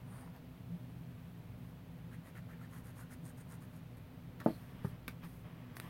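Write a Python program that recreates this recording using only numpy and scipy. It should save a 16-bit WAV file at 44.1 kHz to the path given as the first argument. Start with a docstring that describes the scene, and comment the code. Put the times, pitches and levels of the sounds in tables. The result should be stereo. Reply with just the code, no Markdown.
"""A fan hums in a small room: coloured noise, narrow room resonances, wavering sine lines and a brief swell.
The card whispers and is brushed, then a glue bottle's nozzle skims a paper tag and dabs down its edge:
bands of grainy noise. Skin and card rub and slide, a fingernail ticks, the bottle lands and a hand bumps
the book (decaying modes), and the stiff tag snaps on the page (a spike and crackle through resonances).
Two closely spaced microphones hear it all, with a short diffuse room tail and their own faint noise."""
import sys
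import numpy as np
from scipy import signal
from scipy.fft import rfft, irfft, next_fast_len
from scipy.io import wavfile
from scipy.ndimage import uniform_filter1d, map_coordinates

SR = 44100
rng = np.random.default_rng(int(sys.argv[2]) if len(sys.argv) > 2 else 0)


def digitize_waveform(pressure):
    """Quantize a signal to 16-bit integers and store it at the path in sys.argv[1].

    Rows of a 2-D input are taken as channels; values are limited to [-1, 1].
    """
    field = np.atleast_2d(pressure).T
    bounded = np.clip(field, -1, 1)
    quanta = np.round(bounded * 32767).astype(np.int16)
    wavfile.write(sys.argv[1], SR, quanta)


N = 260013
TIME = np.arange(N) / SR


def amp(db):
    """Decibels to gain."""
    return 10 ** (np.asarray(db) / 20)


def unit(x):
    """Scale to rms 1."""
    return x / np.sqrt(np.mean(x ** 2) + 1e-20)


def along(points, hz):
    """Read (Hz, value) points on a log frequency axis."""
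    f, v = np.transpose(points)
    return np.interp(np.log(hz + 1), np.log(f + 1), v)


def fade(t, t60):
    """Exponential decay that starts at t = 0 and falls 60 dB in t60 seconds."""
    return (t >= 0) * np.exp(-np.log(1000) * np.abs(t) / t60)


def wobble(rate):
    """A smooth random curve, rate knots a second."""
    knots = rng.standard_normal(int(N * rate / SR) + 4)
    return map_coordinates(knots, [TIME * rate])


def filtered(x, response):
    """Filter x by a complex response of frequency."""
    m = next_fast_len(N + SR // 2)
    return irfft(rfft(x, m) * response(np.fft.rfftfreq(m, 1 / SR)), m)[..., :N]


def coloured(x, spectrum):
    """x shaped by a (Hz, dB) spectrum, at rms 1."""
    return unit(filtered(x, lambda hz: amp(along(spectrum, hz))))


def resonance(f, hz, width):
    """Response of one damped resonance, with gain 1 at its peak."""
    return 1j * f * width / (hz * hz - f * f + 1j * f * width)


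def placed(x, lead_ms, right_db):
    """A source off to the right reaches that microphone sooner and louder."""
    side = np.array([[-.5], [.5]])
    advance = lambda hz: np.exp(2j * np.pi * hz * side * lead_ms / 10 ** 3)
    return amp(side * right_db) * filtered(x, advance)


def diffuse(x):
    """Sound from all around is alike at both microphones in the bass and unrelated in the treble."""
    spacing_m, sound_speed = 0.18, 343  # m, m/s
    alike = lambda hz: np.sinc(2 * hz * spacing_m / sound_speed)
    split = lambda hz: np.sqrt(np.array([1 + alike(hz), 1 - alike(hz)]) / 2)
    mid, side = filtered(x, split)
    return np.array([mid + side, mid - side])


def room(x):
    """The small room's tail, which dies fastest in the treble."""
    # decay of the room: (f/Hz, t60/s)
    room_decay = [(150, 0.2), (1000, 0.12), (5000, 0.11), (14000, 0.052)]
    hz, t, z = signal.stft(rng.standard_normal((2, SR // 2)), SR, nperseg=256)
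    decaying = z * fade(t, along(room_decay, hz)[:, None])
    tail = signal.istft(decaying, SR, nperseg=256)[1]
    tail = np.pad(tail, ((0, 0), (SR // 250, 0)))  # the tail waits 4 ms
    tail = tail / np.linalg.norm(tail[0])
    return diffuse(signal.fftconvolve(x, tail, axes=1)[:, :N])


def room_hum():
    """A fan drones through room resonances with wavering lines and one swell, over air and microphone noise."""
    # broad colour of the drone: (f/Hz, level/dB)
    drone_spectrum = [(15, -21), (40, -27), (62, -5), (82, -10.5), (100, -3.5), (128, 2), (144, -6.5),
                      (168, -0.5), (190, -4.5), (208, -21), (250, -6.5), (300, -18), (420, -26.5),
                      (1500, -61.5)]
    # narrow room resonances in the hum: (f/Hz, width/Hz, level/dB)
    room_peaks = [(404, 32, 0.5), (490, 75, 6.5), (610.6, 22, 8), (737, 13, -9), (840, 45, -11.5),
                  (940, 32, -2.5)]
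    # wavering lines of the hum: (f/Hz, mean level/dB)
    tones = [(59.5, -69.5), (118.6, -62), (167, -61.5), (244, -66), (667.5, -79.5)]
    # colour of the air noise: (f/Hz, level/dB)
    air_spectrum = [(30, -5), (200, -4), (500, -3.5), (800, -2), (1300, -4.5), (2200, -9), (3300, -12),
                    (5000, -20.5), (7400, -25.5), (9000, -24), (12000, -20.5), (15500, -18)]
    # colour of the microphones' own low noise: (f/Hz, level/dB)
    self_noise_spectrum = [(15, -4), (40, -9), (120, -5), (250, -5), (500, -13.5), (1000, -53)]
    swell_s, swell_width_s, swell_db, swell_hz = .74, 0.033, -41.5, 172.3

    drone = amp(-51.5) * coloured(rng.standard_normal(N), drone_spectrum)
    peak_response = lambda f: sum(amp(db) * np.abs(resonance(f, hz, width)) ** 2
                                  for hz, width, db in room_peaks)
    drone += amp(-69.5) * unit(filtered(rng.standard_normal(N), peak_response))
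    for hz, db in tones:
        level = amp(db + 0.97 * wobble(2.66)) * np.sqrt(2)  # tone levels are rms
        drone += level * np.sin(2 * np.pi * hz * TIME + 0.67 * wobble(5.2))
    swell = np.exp(-((TIME - swell_s) / swell_width_s) ** 2)
    drone += amp(swell_db) * swell * np.sin(2 * np.pi * swell_hz * TIME)
    air = amp(-61.5) * coloured(diffuse(rng.standard_normal((2, N))), air_spectrum)
    # each microphone adds its own faint low noise
    self_noise = amp(-69.5) * coloured(rng.standard_normal((2, N)), self_noise_spectrum)
    return placed(drone, lead_ms=.25, right_db=1.0) + air + self_noise


def add(sound, s, length, db, response, grain_db, rise):
    """Add one stroke of friction around time s; its colour climbs by the share rise as it goes."""
    size = 32768
    t = (np.arange(size) - size // 2) / SR
    f = np.fft.rfftfreq(size, 1 / SR)
    # the fibres catch unevenly, so the noise is grainy
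    catches = amp(grain_db * unit(uniform_filter1d(rng.standard_normal(size), size=64)))
    grains = rfft(rng.standard_normal(size) * catches)
    early, late = [unit(irfft(grains * response(f, 1 + way * rise / 2))) for way in (-1, 1)]
    progress = np.clip(.5 + t / length, 0, 1)
    envelope = np.exp(-np.abs(t / (0.65 * length)) ** 2.84)
    stroke = amp(db) * envelope * ((1 - progress) * early + progress * late)
    index = round(s * SR) + np.arange(size) - size // 2
    inside = (index >= 0) & (index < N)
    sound[index[inside]] += stroke[inside]


def glides():
    """Smooth paper on paper gives a thin, narrow whisper."""
    # the sheets glide, levels ahead of the room mix: (middle t/s, length/s, level/dB, f/Hz, width/Hz)
    glide_rows = [(0.165, 0.14, -69.5, 9300, 1700), (4.514, 0.1, -69.5, 4240, 500)]
    sound = np.zeros(N)
    for s, length, db, hz, width in glide_rows:
        whisper = lambda f, shift: resonance(f, shift * hz, width) ** 2
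        add(sound, s, length, db, whisper, grain_db=3, rise=-0.014)
    direct = placed(sound, lead_ms=0.012, right_db=5)
    return direct + amp(-4) * room(direct)


def scratches(rows, grain_db, lead_ms, right_db, rise):
    """The card rasps and its fibres hiss, each at a pitch that depends on where it is touched."""
    # fixed colour of the rasp, under its moving resonance: (f/Hz, level/dB)
    rasp_spectrum = [(200, -8), (600, 2.5), (1200, -1), (1900, 1.5), (2700, -8.5), (4500, -10), (7000, -50),
                     (16000, -50)]
    # fixed colour of the hiss, under its moving resonance: (f/Hz, level/dB)
    hiss_spectrum = [(1500, -18), (4100, -5), (5000, -3), (6000, -3.5), (6700, 2), (7600, -3), (8600, 3.5),
                     (9700, -1), (11000, 0), (13000, 2.5), (15800, -3)]
    sound = np.zeros(N)
    for s, length, rasp_db, rasp_hz, hiss_db, hiss_hz in rows:
        rasp_peak = lambda f, shift: resonance(f, shift * rasp_hz, 0.27 * rasp_hz)
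        hiss_peak = lambda f, shift: resonance(f, shift * hiss_hz, 0.14 * hiss_hz)
        rasp = lambda f, shift: amp(along(rasp_spectrum, f)) * (0.2 + rasp_peak(f, shift))
        hiss = lambda f, shift: amp(along(hiss_spectrum, f)) * (0.79 + hiss_peak(f, shift))
        add(sound, s, length, rasp_db, rasp, grain_db, rise)
        add(sound, s, length, hiss_db, hiss, grain_db, rise=0.031)
    direct = placed(sound, lead_ms, right_db)
    return amp(2.5) * direct + amp(-2.5) * room(direct)


def card_brushes():
    """Brushes are coarser than the nozzle's strokes and all have the same dull hiss."""
    # brief brushes of the card, levels ahead of the room mix: (middle t/s, length/s, rasp level/dB, rasp f/Hz)
    brush_rows = [(.19, 0.15, -64.5, 1030), (0.358, .04, -64.5, 810), (4.41, 0.02, -57, 1360),
                  (4.851, .012, -55, 1260), (5.245, 0.025, -58, 1140)]
    hiss_over_rasp_db, hiss_hz = -8.5, 4700
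    rows = [(s, length, db, hz, db + hiss_over_rasp_db, hiss_hz) for s, length, db, hz in brush_rows]
    return scratches(rows, grain_db=5.5, lead_ms=0.06, right_db=1.5, rise=-0.095)


def friction(spectrum, grain_db):
    """Paper fibres catch and slip: noise whose level flickers finely, then coloured."""
    grains = rng.standard_normal(N) * amp(grain_db * wobble(700))
    return coloured(grains, spectrum)


def pushes(rows, sag_db_per_s):
    """Level of sliding moves: each starts quickly, sags as it slows, and dies when it stops."""
    attack_s, release_t60_s = 0.018, 0.094
    power = np.zeros(N)
    for s, length, db in rows:
        t = np.maximum(TIME - s, 0)
        attack = np.minimum(t / attack_s, 1)
        release = fade(np.maximum(t - length, 0), release_t60_s)
        power += (amp(db - sag_db_per_s * t) * attack * release) ** 2
    return np.sqrt(power)


def sliding():
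    """The nozzle skims unevenly; later skin rubs the card, the bottle's base scuffs and the card slides."""
    # skin rubs on the card, and the bottle's base scuffs as it lands (4.455 s);
    # levels ahead of the room mix: (start t/s, length/s, level/dB)
    rub_rows = [(4.39, 0.57, -67.5), (4.455, 0.05, -62), (5.08, 0.034, -64), (5.21, 0.05, -63),
                (5.43, .47, -65.5), (5.8, .1, -65.5)]
    # the card is pushed over the page, levels ahead of the room mix: (start t/s, length/s, level/dB)
    swish_rows = [(4.43, 0.46, -64), (4.83, 0.083, -66), (5.08, 0.032, -67), (5.23, 0.18, -66.5),
                  (5.752, 0.021, -56), (5.8, .1, -65.5)]
    # colour of the rubs and the scuff: (f/Hz, level/dB)
    rub_spectrum = [(150, 10), (450, 4.5), (800, -1), (1120, 8), (1450, -1.5), (1800, 5), (2700, -4.5),
                    (3250, -1), (4100, -20), (5200, -12), (8000, -51), (16000, -52)]
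    # bright colour of the skim and of card on page: (f/Hz, level/dB)
    sheen_spectrum = [(2000, -18), (4200, -1.5), (5500, -0.5), (7300, -4.5), (9000, 4.5), (10500, 3.5),
                      (12500, 8), (15800, 4.5)]

    # the nozzle barely touches: (start t/s, length/s, level/dB)
    skim = pushes([(0.54, 1.17, -81)], sag_db_per_s=0)
    skim = skim * amp(2 * wobble(7.2))  # pressure: depth in dB, changes a second
    rub = pushes(rub_rows, sag_db_per_s=0.5)
    rub = rub * amp(1.5 * wobble(14))  # pressure wavers
    rub = rub * friction(rub_spectrum, grain_db=2)
    swish = pushes(swish_rows, sag_db_per_s=40)
    hiss = (swish + skim) * friction(sheen_spectrum, grain_db=2)
    direct = placed(rub + hiss, lead_ms=0.017, right_db=2.5)
    return amp(2) * direct + amp(-2) * room(direct)


def nozzle_strokes():
    """Each stroke takes its colour from its speed and from the place on the edge that the nozzle has reached."""
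    # strokes, about eight a second, levels ahead of the room mix: (middle t/s, length/s, rasp level/dB)
    stroke_rows = [(1.991, 0.028, -77), (2.137, 0.036, -64.5), (2.274, .048, -66), (2.374, 0.036, -58.5),
                   (2.516, 0.046, -64), (2.634, 0.049, -63), (2.756, 0.075, -64), (2.877, .058, -66),
                   (3.001, 0.066, -64.5), (3.126, 0.035, -64), (3.277, 0.055, -67), (3.398, .042, -67),
                   (3.524, .055, -65), (3.632, 0.038, -69.5), (3.757, .057, -73), (3.978, 0.014, -70.5)]
    # the paper's answer along its edge: (t/s, hiss over rasp level/dB, hiss f/Hz)
    edge_rows = [(2.0, -10, 10000), (2.27, -4, 10600), (2.37, -11, 11500), (2.63, -12, 11600),
                 (2.76, -3, 10800), (3.1, 0, 10600), (3.28, 2, 8700), (3.52, -1.5, 9150),
                 (3.65, -.5, 11200)]
    start_hz, sag_hz_per_s = 1610, 150  # rasp pitch of a stroke of usual length
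    usual_stroke_s, speed_power = .045, 0.4
    s, length, db = np.transpose(stroke_rows)
    edge_s, over_db, edge_hz = np.transpose(edge_rows)
    # the rasp drops as the nozzle nears the free corner; a quicker stroke rasps higher
    place_hz = start_hz - sag_hz_per_s * (s - s[0])
    rasp_hz = place_hz * (usual_stroke_s / length) ** speed_power
    hiss_db = db + np.interp(s, edge_s, over_db)
    hiss_hz = np.interp(s, edge_s, edge_hz)
    rows = zip(s, length, db, rasp_hz, hiss_db, hiss_hz)
    return scratches(rows, grain_db=3.5, lead_ms=0.016, right_db=4.5, rise=0.29)


def clicks(rows, body, room_db):
    """A sharp snap and a short crackle pass through the resonances of what is struck."""
    snaps = np.zeros((2, N))
    for s, db, t60, lead_ms in rows:
        snap = fade(TIME - s, t60) * rng.standard_normal(N)
        snap[round(s * SR)] -= 5.5
        snaps += placed(amp(db) * snap, lead_ms, right_db=0.5)
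    response = lambda f: sum(amp(db) * resonance(f, hz, width) for hz, width, db in body)
    direct = amp(2.5) * filtered(snaps, response)
    return direct + amp(room_db) * room(direct)


def nail_ticks():
    """Fingernails tick on the tag, each tick ringing broad, damped resonances."""
    # ticks, levels ahead of the resonances: (t/s, level/dB, crackle t60/s, right lead/ms)
    tick_rows = [(4.402, -51.5, 0.063, 0.027), (5.7686, -42.5, 0.0036, .02), (5.7697, -49, 0.014, .02),
                 (5.8001, -36, 0.0046, 0.023)]
    # resonances of nail on tag: (f/Hz, width/Hz, level/dB)
    nail_body = [(433, 320, 9.5), (1180, 370, 9.5), (1840, 350, 4.5), (2520, 330, -15), (3760, 940, -2),
                 (5530, 1900, -20), (13500, 13000, -1.5)]
    return clicks(tick_rows, nail_body, room_db=-10.5)


def knocks(blows, modes, low_hz, room_db):
    """A blow starts all modes together; a longer contact favours the low ones."""
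    sound = np.zeros(N + SR)
    t = np.arange(SR // 3) / SR
    for s, db, contact in blows:
        ring = np.zeros(len(t))
        for hz, level, t60 in modes:
            strength = amp(level) / (1 + (hz * contact) ** 2)
            ring += strength * np.sin(2 * np.pi * hz * t) * fade(t, t60)
        onset = 1 - np.exp(-(t / contact) ** 2)
        sound[round(s * SR):][:len(t)] += amp(db) * ring * onset
    # a small surface radiates little deep bass
    highpass = signal.butter(3, low_hz, "highpass", fs=SR, output="sos")
    radiated = signal.sosfilt(highpass, sound[:N])
    direct = placed(radiated, lead_ms=0.23, right_db=1.5)
    return direct + amp(room_db) * room(direct)


def bottle_set_down():
    """The bottle's base lands and rocks, ringing the modes of the table under it."""
    # landings, levels ahead of the modes: (t/s, level/dB, contact time/s)
    landings = [(4.4614, -19, 0.00039), (4.4705, -33, 0.00052), (4.4830, -29, 0.00098)]
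    # modes of the table: (f/Hz, level/dB, t60/s)
    table_modes = [(186, -19, 0.33), (222.5, -5, 0.07), (267, 0, 0.025), (303, -5, 0.048),
                   (441, -7.5, 0.05), (540, -0.5, 0.025), (611, -3, 0.052), (660, -33, 0.045),
                   (844, -15.5, 0.077), (1010, -15, 0.042), (1200, -5, 0.021), (1400, -31, 0.057),
                   (1690, -19, .05), (1860, -28, .04), (2250, -34, 0.027)]
    return knocks(landings, table_modes, low_hz=147, room_db=-10.0)


def hand_bumps():
    """A hand bumps the open book, which thuds in its own modes."""
    # bumps, levels ahead of the modes: (t/s, level/dB, contact time/s)
    bump_rows = [(4.8468, -27.5, 0.00021), (4.8765, -48, 0.0018)]
    # modes of the book: (f/Hz, level/dB, t60/s)
    book_modes = [(116, -11, 0.11), (145.6, -1, 0.086), (166.3, -6, 0.13), (397, -13, 0.12),
                  (514, -12, 0.028), (830, -11.5, 0.031), (1193, -15.5, 0.047), (1570, -17, .03)]
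    return knocks(bump_rows, book_modes, low_hz=86, room_db=-10.0)


def tag_snaps():
    """The stiff tag snaps against the page, exciting the resonances of the card."""
    # snaps, levels ahead of the resonances: (t/s, level/dB, crackle t60/s, right lead/ms)
    snap_rows = [(5.0801, -30.5, 0.0082, 0.068), (5.0810, -35, 0.016, 0.025), (5.0845, -35, 0.013, 0.09)]
    # resonances of the card: (f/Hz, width/Hz, level/dB)
    card_body = [(314, 250, 5.5), (1194, 91, 6), (1360, 140, 4.5), (1560, 130, 2), (2300, 430, -1.5),
                 (3650, 560, -5), (4840, 230, -7), (13500, 16400, -10)]
    return clicks(snap_rows, card_body, room_db=-10.0)


def scene():
    """Everything on the table, in the humming room."""
    paper = glides() + card_brushes() + sliding() + nozzle_strokes()
    handling = nail_ticks() + bottle_set_down() + hand_bumps() + tag_snaps()
    return room_hum() + paper + handling


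def record(dry):
    """Keep nothing above the band limit of 15950 Hz."""
    return filtered(dry, lambda hz: hz < 15950)


dry = scene()
out = record(dry)
digitize_waveform(out)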